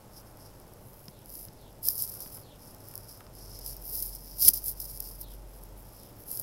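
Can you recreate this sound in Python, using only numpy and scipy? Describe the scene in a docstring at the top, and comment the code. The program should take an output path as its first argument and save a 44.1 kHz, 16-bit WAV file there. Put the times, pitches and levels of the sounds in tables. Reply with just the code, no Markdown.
"""Combing hair over a microphone

A hand combs through long hair in a quiet room, in strokes that swell and fade. Strands drag over the
small microphone on an earphone cord: countless tiny slips sizzle and ring its housing, some strands snag
and let go, and the cord knocks lightly. A sleeve rustles as the arm moves. Behind it are steady room
noise, a weak drone, a low hum that swells for a while, and a few very faint falling chirps."""
import sys
import numpy as np
from scipy import signal
from scipy.fft import rfft, irfft
from scipy.io import wavfile
from scipy.ndimage import uniform_filter1d, minimum_filter1d

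SR = 44100
rng = np.random.default_rng(int(sys.argv[2]) if len(sys.argv) > 2 else 0)


def file_out(sig):
    """Save sig as 16-bit WAV at sys.argv[1]."""
    # one column per channel
    cols = np.atleast_2d(sig).T
    # limit, then scale
    lim = np.clip(cols, -1, 1)
    pcm = np.round(lim * 32767).astype(np.int16)
    wavfile.write(sys.argv[1], SR, pcm)


N = 283254
TIME = np.arange(N) / SR

# tone of the room noise: (frequency [Hz], relative level [dB])
ROOM_SPECTRUM = [(20, -4.5), (40, -2), (55, -3), (75, -7), (110, 2.5), (165, -7), (300, -9), (500, -9.5),
                 (900, -15), (1200, -24), (2200, -28.5), (4000, -31), (8000, -32), (12500, -31.5),
                 (16000, -37)]
# pitches that stand out of the room noise: (frequency [Hz], width [Hz], gain [dB])
ROOM_RESONANCES = [(193.2, 11, -2), (598, 93, -7), (858, 130, -9.5)]
# arm movements that rustle the sleeve: (peak time [s], swell [s], fade [s], level [dB])
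ARM_SWEEPS = [(0.3, .9, 1, -62.5), (2.2, 0.41, 0.33, -61.5), (2.95, 0.54, 0.94, -63.5), (4.9, 1, 1, -68.5),
              (6.1, 1, 0.78, -66.5)]
# tone of the sleeve: (frequency [Hz], relative level [dB])
CLOTH_SPECTRUM = [(200, -13.5), (600, -6.5), (1150, -3.5), (1500, -8), (2100, -29.5), (4000, -36.5),
                  (9000, -20)]
# locks of hair sliding over the microphone:
# (peak time [s], swell [s], fade [s], sizzle level [dB], housing ring relative to the sizzle [dB])
HAIR_STROKES = [(0.18, 0.048, 0.037, -54.5, -1.5), (0.275, 0.024, 0.029, -62.5, -2.5),
                (0.45, 0.068, 0.059, -58.5, -1), (0.949, 0.17, 0.22, -58, -27),
                (1.39, 0.1, 0.079, -43.5, -15), (1.862, 0.027, 0.081, -28.5, -16),
                (2.015, 0.062, 0.048, -33.5, -13), (2.1, .03, 0.083, -41.5, -12.5),
                (2.22, 0.041, 0.093, -44, -9), (2.35, 0.052, 0.057, -46, -11.5),
                (2.68, 0.089, 0.074, -54.5, -5.5), (2.88, .09, 0.24, -54, -8),
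                (3.1, 0.067, 0.12, -54.5, -3.5), (3.41, 0.06, 0.055, -54.5, -2), (3.58, 0.15, 0.2, -51, -1),
                (3.68, .04, 0.061, -37.5, -9.5), (3.991, 0.13, 0.097, -32.5, -15.5),
                (4.2, 0.27, 0.75, -50.5, -6.5), (4.468, 0.065, 0.037, -19.5, -11.5),
                (4.545, .012, 0.044, -31, -11), (4.673, 0.04, 0.046, -33, -18),
                (4.83, 0.052, 0.18, -42.5, -11.5), (5.03, 0.038, .13, -44.5, -10),
                (5.22, 0.032, 0.026, -43, -18), (5.32, .05, 0.055, -53.5, -9.5),
                (5.54, 0.063, 0.19, -59, -13), (5.8, .04, .06, -56, -17), (5.971, 0.11, 0.15, -56, -7),
                (6.22, 0.054, 0.026, -51, -15.5), (6.34, 0.063, .17, -38, -16)]
# tone of one slipping strand: (frequency [Hz], relative level [dB])
SLIP_SPECTRUM = [(1000, -55), (2200, -36), (3300, -31.5), (4400, -32), (6000, -18), (7200, -18),
                 (8500, -13), (9700, -4), (11000, -4.5), (12700, 3.5), (14300, -3.5), (15700, -3),
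                 (17000, -6)]
# weak, high resonances in the sizzle: (frequency [Hz], width [Hz], gain [dB])
SIZZLE_OVERTONES = [(9370, 330, -10), (11060, 1800, -1), (13500, 810, -14)]
# main resonances of the microphone housing: (frequency [Hz], width [Hz], gain [dB])
HOUSING_RESONANCES = [(5146, 320, 5), (5322, 1100, 11.5)]
# rumble of the shaken microphone: (frequency [Hz], relative level [dB])
SHAKE_SPECTRUM = [(25, -25.5), (70, 8.5), (200, -6.0), (420, -6.5), (900, -20.5), (6000, -44.0)]
# knocks of the cord: (time [s], tick level [dB], ring relative to tick [dB], thud relative to tick [dB])
CORD_KNOCKS = [(1.083, -45.5, 14.5, 11), (1.485, -51, 12, 5), (2.262, -38.5, -9, -4),
               (2.376, -39, -20, -11), (2.94, -39, -19, -7), (3.207, -33, -32, -30), (3.267, -42, -3, -20),
               (4.483, -28, 11, 0)]
# tone of the cord scuffing on cloth: (frequency [Hz], width [Hz], gain [dB])
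SCUFF_BAND = [(900, 560, 0)]
# faint falling chirps: (start time [s], level [dB])
FAINT_CHIRPS = [(1.10, -71), (1.57, -68), (2.421, -65), (5.20, -64), (5.969, -72)]
# strands that catch and let go: (time [s], strength of the force [dB], length of the run of slips [s])
STRAND_SNAGS = [(1.34, -36, .0005), (1.8306, -30, .002), (1.8864, -5, 0.00056), (1.905, -20, .0005),
                (1.9545, -27, 0.0037), (1.979, -23, 0.0033), (2.022, -16.5, .004), (2.096, -32, .003),
                (2.345, -33, 0.0059), (2.886, -35.5, .0005), (2.955, -26, .0005), (2.9781, -29, .0005),
                (3.767, -33, .0005), (3.839, -38, 0.0033), (4.024, -18, 0.0057), (4.15, -27.5, .004),
                (4.4814, 3, 0.0036), (4.4855, 12, 0.003), (4.5343, -14.5, 0.01), (4.6417, -25, 0.0026),
                (4.6814, -20.5, 0.0038), (4.715, -27.5, .0005), (4.8008, -22, 0.0058),
                (5.0024, -20.5, 0.0039), (5.212, -28.5, 0.0044), (5.637, -36.5, .0005),
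                (6.314, -22, 0.0042), (6.3968, -21, 0.0026)]


def undb(db):
    """Turn decibels into a number to multiply by."""
    return 10 ** (np.asarray(db) / 20)


def unit(x):
    """Scale a signal to an average (rms) level of 1."""
    return x / np.sqrt(np.mean(x ** 2))


def add(out, start_s, x):
    """Mix x into out, beginning at start_s."""
    i = int(start_s * SR)
    out[i:i + len(x)] += x[:N - i]


def walk(rate):
    """A random curve of size about 1 that glides to a new value `rate` times a second."""
    step = max(int(SR / rate), 2)
    held = np.repeat(rng.standard_normal(N // step + 1), step)
    return unit(uniform_filter1d(held, step)[:N])


def colour(x, spectrum, size=512):
    """Give x the tone of a spectrum table; white noise keeps its level."""
    hz, db = np.transpose(spectrum)
    bin_hz = np.maximum(np.arange(size // 2 + 1) * SR / size, 1)
    gains = undb(np.interp(np.log(bin_hz), np.log(hz), db))
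    # fold the cepstrum so that the filter rings only after each click, never before
    cepstrum = irfft(np.log(gains))
    cepstrum[1:size // 2] *= 2
    cepstrum[size // 2 + 1:] = 0
    response = irfft(np.exp(rfft(cepstrum)))
    return signal.fftconvolve(x, response / np.linalg.norm(response))[:len(x)]


def resonate(x, resonances):
    """Let x ring at each listed pitch, filtering twice to keep the pitches well apart."""
    out = 0
    for hz, width_hz, db in resonances:
        b, a = signal.iirpeak(hz, hz / width_hz, fs=SR)
        once = signal.lfilter(b, a, x + 1e-18)
        out += undb(db) * signal.lfilter(b, a, once + 1e-18)
    return out


def sine(hz):
    """A pure tone that follows a changing pitch."""
    return np.sin(2 * np.pi * np.cumsum(hz) / SR)


def room_noise(level_db=-52.5):
    """A steady, low rush of air in which a few pitches stand out."""
    air = colour(rng.standard_normal(N), ROOM_SPECTRUM, size=8192)
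    return unit(air + resonate(air, ROOM_RESONANCES)) * undb(level_db + .5 * walk(rate=2.97))


def hum(hz=46.5, drift_hz=1.1, rest_db=-62, swell_db=-47.5,
        start_s=3.226, rise_s=.45, hold_s=1.77, fall_s=.67):
    """A low hum that drifts in pitch and swells once."""
    swell = np.interp(TIME, np.cumsum([start_s, rise_s, hold_s, fall_s]), [0, 1, 1, 0])
    tone = np.sqrt(2) * sine(hz + drift_hz * walk(rate=4))
    waver = undb(1.3 * walk(rate=7.7))
    return tone * waver * (undb(rest_db) * (1 - swell) + undb(swell_db) * swell)


def drone(hz=101, level_db=-62):
    """A weak tone above the hum that wavers in pitch and level."""
    return sine(hz + 2 * walk(rate=5)) * undb(level_db + 3.1 * walk(rate=3.05))


def movement(peak_s, swell_s, fade_s, edge_db=10, roundness=2.14):
    """A movement speeds up, then slows: it is edge_db weaker swell_s before and fade_s after its peak."""
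    away = np.abs(TIME - peak_s) / np.where(TIME < peak_s, swell_s, fade_s)
    return undb(-edge_db * np.minimum(away, 4) ** roundness)


def slips(rate, scatter_db, limit_db):
    """Strands slip at random, about `rate` times a second: many small clicks and a few large ones."""
    happens = rng.random(N) < rate / SR
    size_db = np.minimum(scatter_db * rng.exponential(size=N), limit_db)
    direction = rng.choice([-1, 1], N)
    return unit(happens * direction * undb(size_db) / np.sqrt(rate))


def sleeve():
    """Cloth slides with each sweep of the arm, making a dull, fine rustle."""
    power = sum((undb(db) * movement(peak, swell, fade)) ** 2 for peak, swell, fade, db in ARM_SWEEPS)
    fibres = slips(rate=3000, scatter_db=7.0, limit_db=19.5)
    return colour(fibres, CLOTH_SPECTRUM) * np.sqrt(power)


def hair_contact(rest_db=-67.5, rest_ring_db=-5.5):
    """Add the strokes to the resting hair; give the sizzle level and the ring relative to it, in dB."""
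    rub_power, ring_power = undb(rest_db) ** 2, undb(rest_db + rest_ring_db) ** 2
    for peak, swell, fade, db, ring_db in HAIR_STROKES:
        power = (undb(db) * movement(peak, swell, fade)) ** 2
        rub_power += power
        ring_power += power * undb(ring_db) ** 2
    return 10 * np.log10(rub_power), 10 * np.log10(ring_power / rub_power)


def sizzle(force, wander_db=3):
    """Strands slip on plastic; the overtones come and go as the point of contact wanders."""
    hiss = colour(force, SLIP_SPECTRUM)
    return hiss + sum(resonate(hiss, [row]) * undb(wander_db * walk(rate=39)) for row in SIZZLE_OVERTONES)


def brighten(x, tilt_db, pivot_hz=12200):
    """Tip the balance between the sound above and below pivot_hz; the average level stays near 1."""
    upper = signal.sosfiltfilt(signal.butter(3, pivot_hz, "high", fs=SR, output="sos"), x)
    tilt = undb(tilt_db)
    power = 1 + tilt ** 2
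    return unit(unit(x - upper) + tilt * unit(upper)) / np.sqrt(power / np.mean(power))


def hair_rub(rub_db, ring_db, dulling=.83, neutral_ring_db=-9, shift_db=2, catch_db=.7, shake_db=-25):
    """Locks catch and slide, so slips come in bunches that sizzle, ring and shake the microphone."""
    # hair pressing on the housing rings it more and sounds duller; shifting contact also tips the tone
    bright_db = dulling * (neutral_ring_db - ring_db) + shift_db * walk(rate=11)
    bunches = unit(undb(catch_db * walk(rate=30) + 1.3 * walk(rate=90) + 1.7 * walk(rate=450)))
    # a firmer rub brings more strands into contact, so the crackle closes up into a hiss
    friction = slips(rate=22000 * undb(.35 * rub_db), scatter_db=2.5, limit_db=8.5) * bunches
    hiss = brighten(sizzle(friction), bright_db)
    ring = unit(resonate(friction, HOUSING_RESONANCES)) * undb(ring_db)
    shake = unit(colour(rng.standard_normal(N), SHAKE_SPECTRUM, size=4096)) * undb(shake_db)
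    return (hiss + ring + shake) * undb(rub_db)


def stray_strands(rub_db, follow=.69, offset_db=-23):
    """Single loose strands flick the microphone; they stand out most when the rub is light."""
    flicks = slips(rate=45, scatter_db=4, limit_db=16.5) * undb(follow * rub_db + offset_db)
    return sizzle(flicks) + undb(-9) * resonate(flicks, HOUSING_RESONANCES)


def cord_knocks(tick_hz=1300, shell_hz=3300, thud_hz=190, scuff_db=-15, hard_db=-29,
                tick_fade_s=.00025, ring_fade_s=.00083, thud_fade_s=.0051, scuff_fade_s=.0084):
    """The swinging cord knocks: a dull tick, a short ring of the housing, a thud and a scuff on cloth."""
    out, t = np.zeros(N), TIME[:SR // 10]
    housing_hz = HOUSING_RESONANCES[0][0]
    tick = np.cos(2 * np.pi * tick_hz * t) * np.exp(-t / tick_fade_s)
    ring = np.sin(2 * np.pi * housing_hz * t) * np.exp(-t / ring_fade_s)
    shell = np.sin(2 * np.pi * shell_hz * t) * np.exp(-t / ring_fade_s)
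    thud = np.sin(2 * np.pi * thud_hz * t) * np.exp(-t / thud_fade_s)
    for start_s, db, ring_db, thud_db in CORD_KNOCKS:
        scuff = unit(resonate(rng.standard_normal(len(t)), SCUFF_BAND)) * np.exp(-t / scuff_fade_s)
        rings = ring + undb(db - hard_db) ** 2 * shell  # hard knocks wake the shell's lower note
        knock = tick + undb(ring_db) * rings + undb(thud_db) * thud + undb(scuff_db) * scuff
        add(out, start_s, undb(db) * knock)
    return out


def chirps(start_hz=4700, end_hz=3350, length_s=.15, blur_hz=440):
    """Each chirp is a blurred whistle that drops quickly and settles as it swells and fades."""
    out, progress = np.zeros(N), np.linspace(0, 1, int(length_s * SR))
    tone = sine(end_hz + (start_hz - end_hz) * (1 - progress) ** 2)
    swell = np.sqrt(progress * (1 - progress))
    lowpass = signal.butter(2, blur_hz, fs=SR, output="sos")
    for start_s, db in FAINT_CHIRPS:
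        blur = signal.sosfilt(lowpass, rng.standard_normal(SR))[:len(tone)]
        add(out, start_s, undb(db) * unit(tone * blur * swell))
    return out


def snags(ring_db=-16, snap=9, thin_hz=9000):
    """A caught strand lets go in one thin snap, or in a short run of slips."""
    force, t = 1e-18 * rng.standard_normal(N), TIME[:SR // 20]
    for start_s, db, length_s in STRAND_SNAGS:
        run = rng.standard_normal(len(t)) * np.exp(-np.minimum(t / length_s, 10) ** 2)
        run[0] = snap * np.exp(-length_s / .0023)  # a shorter release puts more into the first snap
        run *= np.sqrt(SR / 1000) / np.linalg.norm(run)  # as much energy as one millisecond at level 1
        add(force, start_s, undb(db) * run)
    thin = signal.sosfilt(signal.butter(1, thin_hz, "high", fs=SR, output="sos"), force)
    return sizzle(thin) + undb(ring_db) * resonate(force, HOUSING_RESONANCES)


def scene():
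    """All the sounds add up at the one microphone."""
    rub_db, ring_db = hair_contact()
    hair = hair_rub(rub_db, ring_db) + stray_strands(rub_db) + snags()
    return (hair + sleeve() + cord_knocks() + chirps() + room_noise() + hum() + drone())[None]


def record(dry, top_hz=15750):
    """Turn the level down briefly around peaks above full scale, then cut the highest treble."""
    safe_gain = 1 / np.maximum(np.abs(dry), 1)
    smooth_gain = uniform_filter1d(minimum_filter1d(safe_gain, size=45), size=45)
    return signal.sosfilt(signal.ellip(10, .2, 70, top_hz, fs=SR, output="sos"), dry * smooth_gain)


dry = scene()
out = record(dry)
file_out(out)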